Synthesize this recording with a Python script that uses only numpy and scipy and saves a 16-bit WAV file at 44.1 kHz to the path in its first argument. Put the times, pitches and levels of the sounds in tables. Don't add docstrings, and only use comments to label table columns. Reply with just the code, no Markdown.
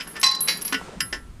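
import sys
import numpy as np
from scipy import signal
from scipy.fft import rfft, irfft
from scipy.io import wavfile

SR = 44100
rng = np.random.default_rng(int(sys.argv[2]) if len(sys.argv) > 2 else 0)


def store_pcm(level_fs):
    pcm = np.round(np.clip(level_fs, -1, 1) * 32767).astype(np.int16)
    wavfile.write(sys.argv[1], SR, np.atleast_2d(pcm).T)


N = 61739

# f/Hz, relative level/dB
AIR_COLOUR = [(100, 4.5), (300, 2.5), (600, -5.5), (1500, -17), (4000, -27), (9000, -16.5), (15000, -28)]
HANDLING_COLOUR = [(100, -29.5), (160, 3.5), (280, -4.5), (420, -5), (650, -12.5), (1100, -8.5),
                   (2000, -14), (5000, -21), (9000, -24.5), (15000, -58)]
WIND_COLOUR = [(15, -9.5), (45, 3.5), (75, -6.5), (120, -14.5), (250, -16), (600, -57)]
# t/s, level/dB
HANDLING_LEVEL = [(0, -46), (.3, -44.5), (.5, -41.5), (.65, -42.5), (.85, -42), (1.0, -47), (1.1, -49.5),
                  (1.2, -54.5), (1.3, -54.5), (1.4, -56)]
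WIND_LEVEL = [(0, -57), (.5, -57.5), (.76, -51), (.82, -46.5), (1.001, -47), (1.2, -45), (1.4, -40)]
AIR_DB = -58.5

# t/s, level/dB before fading, centre f/Hz, rise time constant/s, t60/s
SCUFFS = [(0.812, -26.5, 784, 0.00059, 0.034), (0.8825, -26, 744, 0.00037, 0.015),
          (0.889, -30, 384, 0.00058, 0.04), (0.913, -34, 456, 0.0059, 0.18),
          (0.97, -28.5, 180, 0.0048, 0.071), (1.01, -33, 155, 0.0094, 0.27),
          (1.135, -32.5, 255, 0.0035, 0.17)]
SCUFF_OCTAVES = 0.49

BAND_HZ = [300, 1300, 2600, 5200, 10000]
# f/Hz, relative level/dB
CLATTER_COLOUR = [(100, -28), (260, -4.5), (650, -7), (1100, -2.5), (1900, 4.5), (3000, 3), (3600, -0.5),
                  (4500, -1.5), (5500, 5.5), (6600, -6), (8500, -6.5), (12000, -10.5), (15000, -36)]
# t/s, part struck, ring level/dB, ring tilt/dB per octave, favoured f/Hz,
# ring-time factor, clatter t60/s in the middle band, then the clatter level/dB in each of the five bands
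BLOWS = [(0.0, "frame", -42, 1.5, 5050, 0.72, .12, -49, -43, -42, -43, -57),
         (0.006, "frame", -40.5, 2, 3120, 0.9, 0.11, -62, -48, -32, -39, -49),
         (0.069, "frame", -50.5, -2.5, 1670, 1, 0.2, -45, -47, -55, -60, -65),
         (0.155, "frame", -44, -1, 1800, 1.2, 0.13, -45, -45, -43, -50, -67),
         (0.164, "frame", -43, -0.5, 1780, 1, 0.11, -45, -37.5, -39, -41, -46),
         (0.23, "bright bar", -31, -5, 1108, 1.07, 0.12, -45.5, -30, -22.5, -18, -28),
         (0.2344, "bright bar", -16, 1.5, 4170, 1.23, 0.3, -58, -39, -39, -21.5, -40),
         (0.2625, "bright bar", -23.5, 2, 4080, 0.64, 0.23, -56, -41, -38.5, -27, -51),
         (0.311, "dull bar", -36, 3.5, 4800, 0.85, 0.13, -60, -50, -46, -38, -52),
         (0.3491, "bright bar", -60, 6, 5300, 0.39, 0.044, -66, -43, -41, -26, -33.5),
         (0.475, "dull bar", -38, 4, 5500, 0.68, 0.12, -58, -41, -35, -33, -46),
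         (0.4823, "dull bar", -25, -1, 3900, 0.93, 0.21, -47, -35, -27.5, -23, -53),
         (0.648, "dull bar", -46, 2, 5240, .8, 0.082, -49, -44, -44.5, -38, -52),
         (0.6778, "dull bar", -48, -0.5, 5540, 1.08, 0.083, -68, -58, -40, -33.5, -37),
         (0.724, "frame", -30.5, -5.5, 1385, 1.1, 0.092, -42, -25.5, -25.5, -28.5, -58),
         (0.7283, "dull bar", -52, 3, 7000, .3, 0.027, -53, -45, -46, -27, -28),
         (0.7422, "frame", -28.5, -4, 2780, 0.89, 0.087, -44, -33, -24, -30.5, -39),
         (1.0041, "frame", -26, 1.5, 4510, 0.74, 0.049, -61, -32.5, -24, -21.5, -27),
         (1.1262, "frame", -31.5, -0.5, 1800, 0.86, 0.14, -35.5, -39, -33, -31.5, -46)]

# f/Hz, relative level/dB, t60/s before the ring-time factor
FRAME_HZ = [266, 440, 1071, 1347, 1475, 1618, 1779, 1923, 1968, 2060, 2290, 2686, 2742, 2824, 3015, 3126,
            4936, 5036, 5170, 5375, 7550]
FRAME_DB = [-12.5, -20, -7.5, -10, -1.5, -6, 0, -9, -5, -10.5, -9.5, -15, -5, -5, -6, -4.5, 1, -7.5, -5.5,
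            -3, -14.5]
FRAME_T60 = [0.14, 0.19, 0.16, 0.52, 0.19, .26, 0.19, 0.24, 0.21, 0.19, .17, 0.12, 0.14, .16, 0.17, 0.13,
             0.12, .17, 0.184, 0.15, 0.21]
BRIGHT_BAR_HZ = [834, 995, 1069, 1862, 2059, 2532, 3975, 4016, 4056, 4221, 4576, 4626, 4694, 4909, 5185,
                 5312, 5566, 5640, 5738, 6193, 7960]
BRIGHT_BAR_DB = [-15.5, -14, -6.5, -16.5, -13.5, -15, -14.5, -4, -9.5, -20, -11.5, -13.5, -12.5, -15, -13,
                 -9, -6.5, -11, -17, -12, -9.5]
BRIGHT_BAR_T60 = [.5, .3, .45, .4, .25, .25, .45, .4, .42, .25, .25, .25, .33, .25, .25, .2, .22, .25, .2,
                  .17, .12]
DULL_BAR_HZ = [520, 885, 1160, 1709, 1862, 1905, 2088, 2191, 2532, 2874, 3943, 4059, 4344, 4521, 4578, 4726,
               4858, 5157, 5501, 5641, 6950]
DULL_BAR_DB = [-9, -11, -10, -9.5, -11, -6.5, -4.5, -3.5, -1.5, -7.5, -3.5, -2.5, -8, 0, -2, -8.5, -4.5, -8,
               -7.5, -8, -12]
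DULL_BAR_T60 = [0.1, 0.14, 0.13, 0.43, 0.34, 0.28, 0.21, 0.27, 0.19, 0.21, 0.26, 0.3, 0.12, 0.24, 0.33,
                0.38, 0.39, 0.33, 0.29, 0.32, 0.4]
PARTS = {
    "frame": (FRAME_HZ, FRAME_DB, FRAME_T60),
    "bright bar": (BRIGHT_BAR_HZ, BRIGHT_BAR_DB, BRIGHT_BAR_T60),
    "dull bar": (DULL_BAR_HZ, DULL_BAR_DB, DULL_BAR_T60),
}

# t/s, ring-time factor, tick level/dB, crowd level/dB, level/dB of each of three free links
CLINKS = [(0.021, 0.78, -50, -41.5, -58, -58, -50), (0.0741, 0.94, -42.5, -41, -39, -52, -47),
          (0.094, .8, -65, -63, -33, -56, -58), (0.1974, 0.29, -44, -32, -27.5, -43, -34),
          (0.2137, 0.051, -28, -38, -17.5, -25, -18), (0.2304, 0.24, -29, -30, -34, -34, -28),
          (0.262, 0.19, -39, -30, -29, -36, -32), (0.3112, 0.14, -42, -38, -30, -40, -39),
          (0.35, .15, -37, -43, -41, -48, -43), (0.4058, 1, -30.5, -31, -20.5, -24.5, -20.5),
          (0.4833, 0.82, -47, -30, -22.5, -31, -38), (0.5705, 0.19, -42, -32, -27.5, -38, -37),
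          (0.612, .3, -39, -44, -31, -40, -38), (0.619, 0.24, -31.5, -27.5, -27, -28, -25.5),
          (0.6494, 0.9, -37, -22.5, -37, -25.5, -33), (1.007, 0.99, -38, -39, -28, -41, -39)]
# f/Hz, relative level/dB, t60/s before the ring-time factor
LINK_HZ = [
    [10638, 13365],
    [11222, 12778],
    [10600, 11305, 11340, 12680, 13400],
]
LINK_DB = [
    [-1, -15],
    [-2, -7],
    [-1.5, -5, -4, -9.5, -11],
]
LINK_T60 = [
    [0.42, 0.412],
    [0.34, .36],
    [0.32, 0.16, .22, .2, 0.25],
]
# centre f/Hz, distance to half gain f/Hz, relative level/dB
CROWD = [(10510, 110, -1.5), (11260, 150, -1.5), (12770, 150, -8.5), (13100, 70, -13)]

HIT_S = 0.7
CLATTER_RISE_S, RING_RISE_S = 0.00037, 0.0013
CLATTER_DAMPING = 0.13
MODE_SPACING_HZ = 9
SPOT_DB, SPOT_OCTAVES = 7, 0.105
JINGLE_T60_S = 0.15
TICK_T60_S, TICK_CORNER_HZ = 0.035, 4540
TREBLE_LIMIT_HZ = 15000


def amp(db):
    return 10 ** (np.asarray(db) / 20)


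def evened(x):
    return x / np.sqrt(np.mean(x ** 2) + 1e-20)


def colour_gain(points, hz):
    f, db = np.transpose(points)
    return amp(np.interp(np.log(hz + 1), np.log(f + 1), db))


def add(mix, s, sound):
    place = mix[round(s * SR):][:len(sound)]
    place += sound[:len(place)]


def noise(gain, size):
    return evened(irfft(rfft(rng.standard_normal(size)) * gain, size))


def dying(t, rise_s, t60):
    rise = 1 - np.exp(-t / max(rise_s, 1e-5))
    return rise * np.exp(-np.log(1000) * t / max(t60, 1e-3))


def hit_axes():
    t = np.arange(round(HIT_S * SR)) / SR
    return t, np.fft.rfftfreq(len(t), 1 / SR)


def ring(modes, t, ring_factor, tilt_db=0, spot_hz=1):
    hz, db, t60 = map(np.array, modes)
    tilt = tilt_db * np.log2(hz / np.median(hz))
    spot = SPOT_DB * np.exp(-0.5 * (np.log2(hz / spot_hz) / SPOT_OCTAVES) ** 2)
    gain = amp(db + tilt + spot)
    out = np.zeros(len(t))
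    for k in range(len(hz)):
        sign = (-1) ** k
        fade = dying(t, RING_RISE_S, t60[k] * ring_factor)
        out += sign * gain[k] * fade * np.sin(2 * np.pi * hz[k] * t)
    return out


def still_air():
    hz = np.fft.rfftfreq(N, 1 / SR)
    return amp(AIR_DB) * noise(colour_gain(AIR_COLOUR, hz), N)


def changing_noise(colour, level):
    t, hz = np.arange(N) / SR, np.fft.rfftfreq(N, 1 / SR)
    loudness = amp(np.interp(t, *np.transpose(level)))
    return loudness * noise(colour_gain(colour, hz), N)


def wind():
    return changing_noise(WIND_COLOUR, WIND_LEVEL)


def handling():
    return changing_noise(HANDLING_COLOUR, HANDLING_LEVEL)


def scuffs():
    out = np.zeros(N)
    t, hz = hit_axes()
    for s, db, centre_hz, rise_s, t60 in SCUFFS:
        band = np.exp(-0.5 * (np.log2((hz + 1) / centre_hz) / SCUFF_OCTAVES) ** 2)
        add(out, s, amp(db) * noise(band, len(t)) * dying(t, rise_s, t60))
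    return out


def clatter(t, t60, band_levels_db):
    hz = np.fft.rfftfreq(len(t), 1 / SR)
    chosen = rng.random(len(hz)) < hz[1] / MODE_SPACING_HZ
    phases = np.exp(2j * np.pi * rng.random(len(hz)))
    body = colour_gain(CLATTER_COLOUR, hz) * chosen * phases
    out = np.zeros(len(t))
    for centre, db, pick in zip(BAND_HZ, band_levels_db, np.eye(len(BAND_HZ))):
        weight = np.interp(np.log(hz + 1), np.log(BAND_HZ), pick)
        band = evened(irfft(body * weight, len(t)))
        band_t60 = t60 * (BAND_HZ[2] / centre) ** CLATTER_DAMPING
        out += amp(db) * band * dying(t, CLATTER_RISE_S, band_t60)
    return out


def gate_blows():
    out = np.zeros(N)
    t, _ = hit_axes()
    for s, part, ring_db, tilt_db, spot_hz, ring_factor, t60, *band_levels_db in BLOWS:
        tones = amp(ring_db) * ring(PARTS[part], t, ring_factor, tilt_db, spot_hz)
        add(out, s, tones + clatter(t, t60, band_levels_db))
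    return out


def chain():
    out = np.zeros(N)
    t, hz = hit_axes()
    bass_cut = hz ** 2 / (hz ** 2 + TICK_CORNER_HZ ** 2)
    tick_gain = colour_gain(CLATTER_COLOUR, hz) * bass_cut
    crowd_gain = sum(amp(db) / (1 + ((hz - centre) / width) ** 4) for centre, width, db in CROWD)
    links = list(zip(LINK_HZ, LINK_DB, LINK_T60))
    for s, ring_factor, tick_db, crowd_db, *link_levels_db in CLINKS:
        tick = amp(tick_db) * noise(tick_gain, len(t)) * dying(t, 0, TICK_T60_S)
        crowd_fade = dying(t, RING_RISE_S, JINGLE_T60_S * np.sqrt(ring_factor))
        crowd = amp(crowd_db) * noise(crowd_gain, len(t)) * crowd_fade
        free = sum(amp(db) * ring(modes, t, ring_factor) for db, modes in zip(link_levels_db, links))
        add(out, s, tick + crowd + free)
    return out


def scene():
    background = still_air() + wind() + handling()
    return (background + scuffs() + gate_blows() + chain())[None]


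def record(dry):
    lowpass = signal.firwin(255, TREBLE_LIMIT_HZ, window=("kaiser", 9), fs=SR)
    return signal.oaconvolve(dry, lowpass[None], "same")


dry = scene()
out = record(dry)
store_pcm(out)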